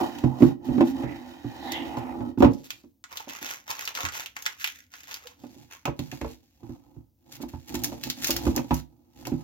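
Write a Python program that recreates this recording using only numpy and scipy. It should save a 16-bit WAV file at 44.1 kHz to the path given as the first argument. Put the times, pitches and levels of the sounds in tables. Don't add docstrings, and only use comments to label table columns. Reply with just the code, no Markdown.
import sys
import numpy as np
from scipy import signal
from scipy.fft import rfft, irfft
from scipy.io import wavfile
from scipy.ndimage import uniform_filter1d

SR = 44100
rng = np.random.default_rng(int(sys.argv[2]) if len(sys.argv) > 2 else 0)


def master_out(mix):
    frames = np.transpose(np.atleast_2d(mix))
    ceiling = np.clip(frames, -1, 1)
    pcm = np.round(ceiling * 32767).astype(np.int16)
    wavfile.write(sys.argv[1], SR, pcm)


N = 415863
TIME = np.arange(N) / SR

# [t/s, shell drone level/dB, rasp level/dB, hiss level/dB]
DRAG_LEVELS = [(0.0, -38.5, -28.5, -41), (0.12, -42.5, -49.5, -53), (0.36, -42.5, -46, -58.5),
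               (0.49, -42, -43, -54.5), (0.69, -36, -56, -60.5), (0.74, -30, -43.5, -52),
               (0.84, -33, -66, -55), (0.91, -40, -52.5, -56), (1.02, -34, -45, -54.5),
               (1.24, -48, -52.5, -57), (1.43, -53.5, -60, -53.5), (1.7, -41.5, -39.5, -51),
               (1.86, -39.5, -44.5, -50), (2.09, -41, -42.5, -65), (2.22, -35, -48, -59.5),
               (2.3, -40.5, -50.5, -59.5)]
# [t/s, resonance f/Hz, level/dB]
CORNER_SQUEAL = [(1.02, 1900, -61), (1.041, 1862, -47.5), (1.131, 2187, -48.5), (1.24, 1983, -65),
                 (1.451, 4240, -73), (1.68, 3830, -44), (1.76, 3120, -33), (1.871, 2890, -51),
                 (2.12, 2360, -54), (2.2, 2430, -79)]
# [t/s, length/s, dip level/dB]
CORNER_LIFTS = [(0.495, 0.18, -19.5), (2.267, 0.29, -21)]
# [t/s, shell peak level/dB, shell f/Hz, thud level/dB, thud f/Hz, clack level/dB, clack f/Hz]
BUMPS = [(0.011, -17, 347, -44, 117, -35, 876), (0.238, -10, 261, -22, 126, -34.5, 616),
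         (0.405, -13, 292, -42, 164, -38, 463), (0.422, -1.5, 293, -20.5, 160, -27, 493),
         (0.686, -20, 255, -34, 142, -44.5, 589), (0.78, -9.5, 250, -61, 164, -35.5, 670),
         (0.807, -6.5, 300, -37, 130, -23.5, 690), (1.033, -28.5, 350, -36, 120, -38, 530),
         (1.445, -23, 265, -37, 161, -48.5, 810), (1.97, -27.5, 268, -39, 128, -36, 847),
         (2.205, -26, 279, -38, 134, -42.5, 850), (2.375, -17.5, 278, -34, 115, -44.5, 844),
         (2.404, -6, 255, -30, 102, -31, 750), (2.423, -4, 300, -22, 65, -19, 560),
         (2.445, -3, 235, -22, 145, -22.5, 910), (2.839, -41, 285, -65, 98, -64, 494),
         (3.272, -37, 287, -65, 103, -49, 611), (3.416, -39, 292, -70, 103, -62, 613),
         (4.035, -36, 280, -38.5, 100, -52, 1170), (5.436, -32.5, 266, -62, 138.5, -50.5, 640),
         (5.563, -40.5, 292, -63, 137, -68, 600), (5.853, -26.5, 220, -43, 163, -33, 1060),
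         (5.876, -25, 322, -32.5, 120, -32.5, 508), (5.991, -23, 191, -34, 164, -46.5, 550),
         (6.124, -31.5, 300, -44, 156, -47.5, 735), (6.212, -26, 312, -35, 76, -38.5, 503),
         (6.245, -34, 293, -37, 56.2, -37.5, 541), (6.63, -37.5, 364, -47.5, 111, -59, 826),
         (6.693, -29.5, 288, -44, 104.6, -56.5, 734), (6.965, -38.5, 276, -45, 115.8, -71, 505),
         (7.401, -31.5, 283, -66, 60, -50, 551), (7.432, -26, 268, -48, 53, -46, 710),
         (7.535, -32, 238, -36.5, 102, -47.5, 840), (7.742, -21, 286, -37.5, 72.4, -42, 910),
         (7.92, -32.5, 258, -61.5, 70, -43.5, 600), (8.068, -29.5, 282, -48, 148, -53, 610),
         (8.292, -23, 343, -46, 57, -36, 580), (8.467, -11.5, 225, -22.5, 72.6, -32.5, 553),
         (8.566, -22, 318, -61, 59, -36, 590), (8.587, -26, 273, -37, 148, -37.5, 780),
         (8.708, -14.5, 257, -23.5, 86.1, -25.5, 950), (9.268, -29.5, 337, -45, 152, -40.5, 686),
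         (9.319, -16, 264, -32, 122, -44, 560)]
# [t/s, level/dB, crease f/Hz]
CREASE_SNAPS = [(0.186, -50, 3460), (0.24, -54, 1800), (1.72, -37, 3845), (2.535, -57, 4900),
                (2.705, -36.5, 3300), (3.04, -45.5, 1450), (3.111, -57, 1500), (3.172, -38.5, 3750),
                (3.2962, -42.5, 2900), (3.4933, -44, 2900), (3.704, -39.5, 5100), (3.853, -41, 4760),
                (3.8761, -34.5, 2800), (3.9515, -37.5, 3150), (3.9736, -36.5, 1240), (4.0518, -32, 1700),
                (4.0627, -37, 1260), (4.087, -37.5, 1420), (4.26, -41.5, 2880), (4.366, -39, 1920),
                (4.4232, -48, 6400), (4.4556, -41, 3200), (4.4629, -27.5, 2130), (4.6429, -28.5, 2600),
                (4.6745, -36.5, 3140), (4.9385, -47.5, 1590), (5.1121, -45.5, 2640), (5.142, -41, 4520),
                (5.271, -47, 3400), (5.855, -36, 2530), (5.992, -43.5, 3650), (6.116, -44.5, 2460),
                (6.214, -46, 1900), (7.837, -34.5, 6100), (7.8439, -30.5, 5600), (8.0367, -36.5, 4380),
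                (8.1, -33, 4500), (8.2445, -28.5, 4430), (8.2715, -34.5, 5960), (8.306, -27, 4770),
                (8.3644, -32, 4840), (8.5631, -34.5, 5950), (8.578, -39.5, 2410), (8.743, -42, 6400),
                (9.253, -46.5, 2690)]
# [t/s, length/s, level/dB]
TAPE_TUGS = [(0.385, 0.11, -50.5), (0.643, 0.047, -57), (0.843, 0.077, -51), (1.97, 0.025, -48.5),
             (2.384, 0.03, -50), (2.638, 0.04, -53), (7.31, 0.065, -50), (7.407, 0.032, -49),
             (7.483, 0.02, -51.5), (7.674, 0.028, -46.5), (7.741, 0.019, -33), (8.217, 0.13, -36.5),
             (8.716, 0.1, -49.5), (9.264, 0.019, -43)]
# [t/s, length/s, rustle level/dB, shell drone level/dB]
HAND_RUBS = [(2.52, 0.22, -63.5, -64), (5.43, 0.11, -61, -53.5), (5.55, 0.083, -64.5, -58),
             (6.03, .29, -55, -50), (6.4, 0.4, -73, -73), (6.64, 0.11, -68, -50), (6.8, 0.18, -81, -61.5),
             (7.28, .07, -63, -51.5), (7.4, 0.039, -67, -44), (7.53, 0.18, -60.5, -56),
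             (7.7, 0.23, -53, -40.5), (8.05, 0.38, -49, -46.5), (8.33, .1, -61, -38.5),
             (8.455, 0.015, -43.5, -30.5), (8.56, 0.047, -49, -33.5), (8.68, 0.043, -56.5, -53),
             (8.9, 0.25, -80.5, -62), (9.17, 0.095, -58.5, -49), (9.26, 0.14, -55, -40)]
# [t/s, slip rate f/Hz, level/dB]
CORNER_GROAN = [(0.66, 250.5, -49), (0.692, 263.3, -29), (0.724, 266.3, -22), (0.772, 250.5, -27),
                (0.815, 281.5, -17), (0.88, 271.1, -25), (1.052, 263.5, -42), (1.12, 272, -57)]
# [t/s, length/s, crackle level/dB, dull palm rub level/dB]
PALM_SQUEEZES = [(3.11, 0.1, -48, -49), (3.29, 0.079, -44.5, -49), (3.425, 0.1, -38, -44),
                 (3.695, 0.018, -35.5, -39), (3.78, 0.043, -38.5, -44.5), (3.88, 0.0076, -43, -42.5),
                 (3.96, 0.023, -39, -43), (3.995, 0.031, -36, -34.5), (4.135, 0.066, -37, -44.5),
                 (4.37, 0.15, -50.5, -55.5), (4.6, 0.084, -41.5, -67), (4.72, 0.072, -53.5, -68),
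                 (4.93, 0.18, -52.5, -63), (5.09, 0.058, -45, -49.5), (5.2, .1, -56.5, -58.5),
                 (5.72, 0.0099, -46, -51)]

# [f/Hz, level/dB, t60/s]
SHELL_MODES = [(213.5, 0, 0.072), (249.9, 0.5, 0.13), (277.6, 3, 0.12), (335, -0.5, 0.14),
               (458.6, -12.5, 0.12), (557.3, -6, 0.057), (595.4, -20, 0.15), (729, -12, 0.063),
               (847, -24, 0.22), (869, -15, 0.088), (954, -20.5, 0.12), (1116, -26.5, 0.028),
               (1284, -21.5, 0.11)]
# [f/Hz, level/dB, t60/s]
BENCH_MODES = [(65, 0, .25), (82, -6, .14), (104, -4, .13), (124, -2, .14), (143, -1, .2)]
# [f/Hz, level/dB, t60/s]
PANEL_MODES = [(1350, -3, .008), (1920, 0, .01), (2430, -5, .008), (3130, -2, .01), (3800, -5, .008)]

# [f/Hz, level/dB]
TAPE_COLOUR = [(700, -25), (1300, 1), (2000, 3.5), (4400, -7.5), (6500, 1), (9000, -25.5), (14000, -52.5)]
# [f/Hz, level/dB]
GLUE_COLOUR = [(700, -11.5), (1800, -3), (3800, -1.5), (7000, -1.5), (9000, -23.5), (14000, -44)]
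# [f/Hz, level/dB]
RASP_COLOUR = [(250, -34.5), (480, -4), (620, -4), (850, 5), (1100, -8.5), (1400, -13), (2500, -39.5)]
# [f/Hz, level/dB]
HISS_COLOUR = [(800, -4), (1400, -1), (2000, -3.5), (4000, -6.5), (7000, -13), (9000, -26.5), (13000, -18),
               (16000, -15)]
# [f/Hz, level/dB]
FIZZ_COLOUR = [(7000, -30), (9500, -10.5), (12500, -1), (16000, -1.5)]
# [f/Hz, level/dB]
PALM_COLOUR = [(200, -12.5), (500, -3.5), (950, 4.5), (1350, 8), (2200, -30)]
# [f/Hz, level/dB]
TICK_COLOUR = [(600, -2), (1400, 1), (2800, -4), (4500, -14.5), (7000, -20.5), (9000, -33), (13000, -27.5)]
# [f/Hz, level/dB]
RATTLE_COLOUR = [(250, -25), (500, 5), (950, 14), (1500, -6), (3000, -37)]
# [f/Hz, level/dB]
SHEET_COLOUR = [(300, -13), (1200, 0), (2000, 1.5), (4200, -3.5), (6800, 0.5), (9000, -18), (16000, -24)]
# [f/Hz, level/dB]
ROOM_TONE_COLOUR = [(24, -47), (40, -9), (77, 2), (171, -15), (290, -3.5), (402, -30), (503, -22.5),
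                    (1480, -47.5), (6170, -36.5), (8340, -44.5), (16000, -28.5)]

# [f/Hz, left minus right level/dB]
SHELL_BALANCE = [(60, -3), (110, -7), (200, -10), (380, -6), (700, -1.5), (2400, -6), (4400, -1.5),
                 (15000, -3.5)]
# [low edge f/Hz, high edge f/Hz, t60/s]
ROOM_BANDS = [(80, 490, .3), (724, 4400, 0.2), (4343, 20000, 0.15)]

ROOM_TONE_DB, TOP_HZ = -67.5, 16100
CREASE_HZ, CLICK_DB_PER_OCTAVE = 2830, 8.5
SQUEEZE_ATTACK_S, SQUEEZE_T60_S = 0.077, 0.24
RUB_ATTACK_S, RUB_T60_S = 0.21, 0.37


def undb(db):
    return 10 ** (np.asarray(db) / 20)


def unit(x):
    return x / np.sqrt(np.mean(x ** 2) + 1e-20)


def fade(t60, count):
    return np.exp(-np.log(1000) * np.arange(count) / SR / t60)


def hump(start_s, length_s):
    return np.abs(np.sin(np.pi * np.clip((TIME - start_s) / length_s, 0, 1)))


def add(out, x, start_s):
    i = max(int(start_s * SR), 0)
    out[:, i:i + x.shape[1]] += x[:, :max(N - i, 0)]


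def gains(table, fall_db_per_s=150):
    s, *columns = np.transpose(table)
    tail_db = fall_db_per_s * np.maximum(TIME - s[-1], 0)
    return [undb(np.interp(TIME, s, column) - tail_db) for column in columns]


def strokes(table, attack_s, t60):
    out = 0
    for s, length, *db in table:
        away = np.maximum(s - TIME, 0) / attack_s + np.maximum(TIME - s - length, 0) / t60
        envelope = np.exp(-np.log(1000) * np.minimum(away, 2))
        out = np.maximum(out, undb(db)[:, None] * envelope)
    return out


def grip(rate):
    hold = int(SR / rate)
    steps = np.repeat(rng.standard_normal(N // 200), hold)[:N]
    return unit(uniform_filter1d(steps, size=hold))


def colour(x, points):
    hz, db = np.transpose(points)
    size = 2048
    bins_hz = np.fft.rfftfreq(size, 1 / SR)
    log_gain = np.log(undb(np.interp(np.log(bins_hz + 1), np.log(hz), db)))
    cepstrum = irfft(log_gain)[:size // 2]
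    cepstrum[0] /= 2
    response = irfft(np.exp(rfft(2 * cepstrum, size)))[:size // 2]
    return signal.fftconvolve(x, response[None], axes=-1)[:, :x.shape[1]]


def burst(t60, spread, count):
    shared = rng.standard_normal(count)
    return (shared + spread * rng.standard_normal((2, count))) * fade(t60, count)


def blow(x, db):
    onset = x.mean(0)[:int(.03 * SR)]
    return x * undb(db) / np.sqrt(np.mean(onset ** 2) + 1e-20)


def ring(modes, count, detune=0.022, scatter_db=6.5, skew=0.96):
    t = np.arange(count) / SR
    out = 0
    for hz, db, t60 in modes:
        pitch, size, left, right = rng.standard_normal(4)
        phase = 2 * np.pi * hz * (1 + detune * pitch) * t + skew * np.array([[left], [right]])
        out = out + undb(db + scatter_db * size) * np.sin(phase) * fade(t60, count)
    return out * (1 - np.exp(-t / 0.0042))


def struck_at(modes, hz, slope_db):
    return [(f, db - slope_db * abs(np.log2(f / hz)), t60) for f, db, t60 in modes]


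def crackle(rate, spread_db, t60, flutter, apart=1.0):
    slips = np.zeros(N)
    draws = rng.random((N // 8, 3))[:int(rate * N / SR)]
    size = np.minimum(-np.log(1 - draws[:, 1]), 4)
    slips[(draws[:, 0] * N).astype(int)] = undb(spread_db * size) * np.sign(draws[:, 2] - .5)
    keep = np.exp(-2 * np.log(1000) / t60 / SR)
    energy = np.abs(signal.lfilter([1 - keep], [1, -keep], slips ** 2 + 1e-12))
    out = slips + flutter * np.sqrt(energy) * unit(burst(np.inf, apart, N))
    return out / np.sqrt(uniform_filter1d(np.mean(out ** 2, 0), size=2200) + 1e-9)


def resonate(x, modes):
    response = ring(modes, count=12000, detune=0.0022, scatter_db=0.5, skew=0.97)
    return unit(signal.oaconvolve(x.mean(0)[None], response, axes=-1)[:, :N])


def room_tone():
    return unit(colour(burst(np.inf, 0.23, N), ROOM_TONE_COLOUR)) * undb(ROOM_TONE_DB)


def lifted():
    return undb(sum(db * hump(s, length) ** 2 for s, length, db in CORNER_LIFTS))


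def squeal(squeal_db=0, panel_hz=1900, answer_db=-1):
    s, hz, db = np.transpose(CORNER_SQUEAL)
    lowpass = signal.butter(2, 170, fs=SR, output="sos")
    waver = unit(signal.sosfilt(lowpass, rng.standard_normal((2, N))))
    corner_hz = np.interp(TIME, s, hz) + 340 * unit(uniform_filter1d(rng.standard_normal(N), size=20))
    corner = np.sin(2 * np.pi * np.cumsum(corner_hz) / SR) * waver
    panel = np.sin(2 * np.pi * np.cumsum(panel_hz + 70 * grip(rate=11)) / SR)
    panel = panel * np.roll(waver, SR, axis=1) * undb(answer_db)
    return (corner + panel) * undb(np.interp(TIME, s, db, left=-120, right=-120) + squeal_db)


def drag(drone_db=2, bench_db=-10, rasp_db=2, hiss_db=1, panel_db=-3, drone_cap_db=-32, uneven_db=2):
    drone, rasp, hiss = (g * lifted() * undb(uneven_db * grip(rate=22)) for g in gains(DRAG_LEVELS))
    drone = np.minimum(drone, undb(drone_cap_db))
    slips = crackle(rate=1500, spread_db=1.5, t60=0.018, flutter=2.5)
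    out = resonate(slips, SHELL_MODES) * drone * undb(drone_db)
    out += resonate(slips, BENCH_MODES) * drone * undb(bench_db)
    out += unit(colour(slips, RASP_COLOUR)) * rasp * undb(rasp_db)
    scrape = unit(colour(slips, HISS_COLOUR)) * undb(hiss_db)
    scrape += resonate(slips, PANEL_MODES) * undb(panel_db)
    return out + scrape * hiss + squeal()


def knocks_and_bumps(shell_db=-1, thud_db=0, clack_db=-2.0, rattle_db=-6, tick_db=-12, count=18000):
    out = np.zeros((2, N))
    for s, peak, shell_hz, thud, thud_hz, clack, clack_hz in BUMPS:
        low_modes = struck_at(SHELL_MODES[:4], shell_hz, slope_db=14)
        body = ring(low_modes, count, detune=.01, scatter_db=1, skew=.25)
        hit = body / np.abs(body.mean(0)).max() * undb(peak + shell_db)
        bench_modes = struck_at(BENCH_MODES, thud_hz, slope_db=17)
        bench = ring(bench_modes, count, detune=0.078, scatter_db=6.5, skew=0.35)
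        hit += blow(bench, thud + thud_db)
        high_modes = struck_at(SHELL_MODES[4:], clack_hz, slope_db=20)
        upper = ring(high_modes, count, detune=.012, scatter_db=1.5, skew=.6)
        hit += blow(upper, clack + clack_db)
        hit += blow(colour(burst(0.094, 0.35, count), RATTLE_COLOUR), clack + rattle_db)
        hit += blow(colour(burst(0.089, 1.0, count), TICK_COLOUR), clack + tick_db)
        add(out, hit, s)
    return out


def crease(t60, flutter, count=1500):
    sheet = unit(burst(t60, 1.0, count)) * flutter / np.sqrt(count)
    sheet[:, 0] += 1
    return sheet


def snaps(snap_db=19, flutter_db=-3, click_db=-8, low_db=-17, side_db=-7, high_db=-12, count=4000):
    out = np.zeros((2, N))
    for s, db, hz in CREASE_SNAPS:
        size = [(hz / 4, low_db), (hz / 1.5, side_db), (hz, 0), (hz * 1.5, side_db), (hz * 3, high_db)]
        pop = colour(colour(crease(t60=0.003, flutter=.9, count=count), SHEET_COLOUR), size)
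        add(out, pop / np.abs(pop).max() * undb(db + snap_db), s)
        flutter = colour(colour(burst(0.048, 1.0, count), SHEET_COLOUR), size)
        add(out, blow(flutter, db + flutter_db), s)
        top_db = db + click_db + CLICK_DB_PER_OCTAVE * np.log2(hz / CREASE_HZ)
        click = colour(crease(t60=0.03, flutter=1.5, count=count), FIZZ_COLOUR)
        add(out, blow(click, top_db), s)
    return out


def peel(rustle_db=0, rub_fizz_db=-3, pull_db=0, pull_fizz_db=0, drone_db=-2, rasp_db=-11, bench_db=-8,
         uneven_db=3):
    rubs = strokes(HAND_RUBS, RUB_ATTACK_S, RUB_T60_S)
    rustle, drone = rubs * undb(uneven_db * grip(rate=17))
    pull = sum(np.sqrt(hump(s, length)) * undb(db) for s, length, db in TAPE_TUGS)
    crisp = rustle * undb(rustle_db) + pull * undb(pull_db)
    fizz = rustle * undb(rub_fizz_db) + pull * undb(pull_fizz_db)
    threads = crackle(rate=1400, spread_db=4.2, t60=.01, flutter=1.6)
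    tape = unit(colour(threads, GLUE_COLOUR)) * crisp + unit(colour(threads, FIZZ_COLOUR)) * fizz
    body = resonate(threads, SHELL_MODES) * undb(drone_db)
    body += resonate(threads, BENCH_MODES) * undb(bench_db)
    body += unit(colour(threads, RASP_COLOUR)) * undb(rasp_db)
    return tape, body * drone


def groan(groan_db=0, rough=0.4, overtone_db=-26):
    s, hz, db = np.transpose(CORNER_GROAN)
    phase = 2 * np.pi * np.cumsum(np.interp(TIME, s, hz)) / SR
    shake = unit(uniform_filter1d(uniform_filter1d(rng.standard_normal(N), size=700), size=700))
    tone = (np.sin(phase) + undb(overtone_db) * np.sin(3 * phase)) * (1 + rough * shake)
    return unit(tone) * undb(np.interp(TIME, s, db, left=-120, right=-120) + groan_db)


def pocket(hz, t60, count):
    t = np.arange(count) / SR
    return np.sin(2 * np.pi * hz * t + 3.03 * rng.standard_normal((2, 1))) * fade(t60, count)


def pops(rate, centre_hz, octaves=0.49, spread_db=4, t60=0.03, count=1500):
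    out = np.zeros((2, N))
    for when, pitch, size in rng.random((int(rate * N / SR), 3)):
        hz = centre_hz * 2 ** (octaves * (2 * pitch - 1))
        strength = undb(-spread_db * np.log(1.02 - size))
        add(out, pocket(hz, t60, count) * strength, when * N / SR)
    return unit(out)


def crumple(crackle_db=0, palm_db=-1, fizz_db=-5, crisp_pops_db=-11, dull_pops_db=-5):
    crisp, palm = strokes(PALM_SQUEEZES, SQUEEZE_ATTACK_S, SQUEEZE_T60_S)
    folds = crackle(rate=1000, spread_db=5.4, t60=.009, flutter=1.5)
    bright = unit(colour(folds, TAPE_COLOUR)) * undb(crackle_db)
    bright += pops(rate=230, centre_hz=3036) * undb(crisp_pops_db)
    bright += unit(colour(folds, FIZZ_COLOUR)) * undb(fizz_db)
    dull = unit(colour(folds, PALM_COLOUR)) * undb(palm_db)
    dull += pops(rate=110, centre_hz=1100, octaves=.4) * undb(dull_pops_db)
    return bright * crisp + dull * palm


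def squeak(s=5.248, hz=490, db=-45, length=0.031):
    return np.sin(2 * np.pi * hz * TIME) * hump(s, length) * undb(db)


def left_leads(x, lag_ms):
    lag = int(round(lag_ms * SR / 1000))
    return np.array([np.roll(x[0], max(-lag, 0)), np.roll(x[1], max(lag, 0))])


def room(x, wet_db, count=16000):
    tail = 0
    for lo, hi, t60 in ROOM_BANDS:
        band = signal.butter(2, [lo, min(hi, .45 * SR)], "band", fs=SR, output="sos")
        tail = tail + signal.sosfilt(band, rng.standard_normal((2, count))) * fade(t60, count)
    tail *= 1 - fade(0.0033, count)
    response = unit(tail) / np.sqrt(count)
    return x + undb(wet_db) * signal.oaconvolve(x, response, axes=-1)[:, :N]


def lean(x, balance):
    def share(sign):
        return [(hz, 20 * np.log10(2 / (1 + undb(-sign * db)))) for hz, db in balance]
    return np.vstack([colour(x[:1], share(0.88)), colour(x[1:], share(-0.96))])


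def scene():
    tearing, rubbed_shell = peel()
    shell = left_leads(drag() + knocks_and_bumps() + rubbed_shell + groan(), lag_ms=-.15)
    shell = lean(room(shell, wet_db=-8.0), SHELL_BALANCE)
    tape = snaps() + tearing + crumple() + squeak()
    in_hands = TIME < 5.5
    tape = left_leads(tape * in_hands, lag_ms=.23) + left_leads(tape * ~in_hands, lag_ms=.09)
    tape = lean(room(tape, wet_db=-7.0), [(1000, -4.5), (4000, 0.5), (13000, -1.0)])
    return room_tone() + shell + tape


def record(dry):
    x = signal.sosfilt(signal.butter(5, 47, "high", fs=SR, output="sos"), dry)
    x = x / (1 + x ** 6) ** (1 / 6)
    return signal.sosfilt(signal.ellip(10, .2, 70, TOP_HZ, fs=SR, output="sos"), x)


dry = scene()
out = record(dry)
master_out(out)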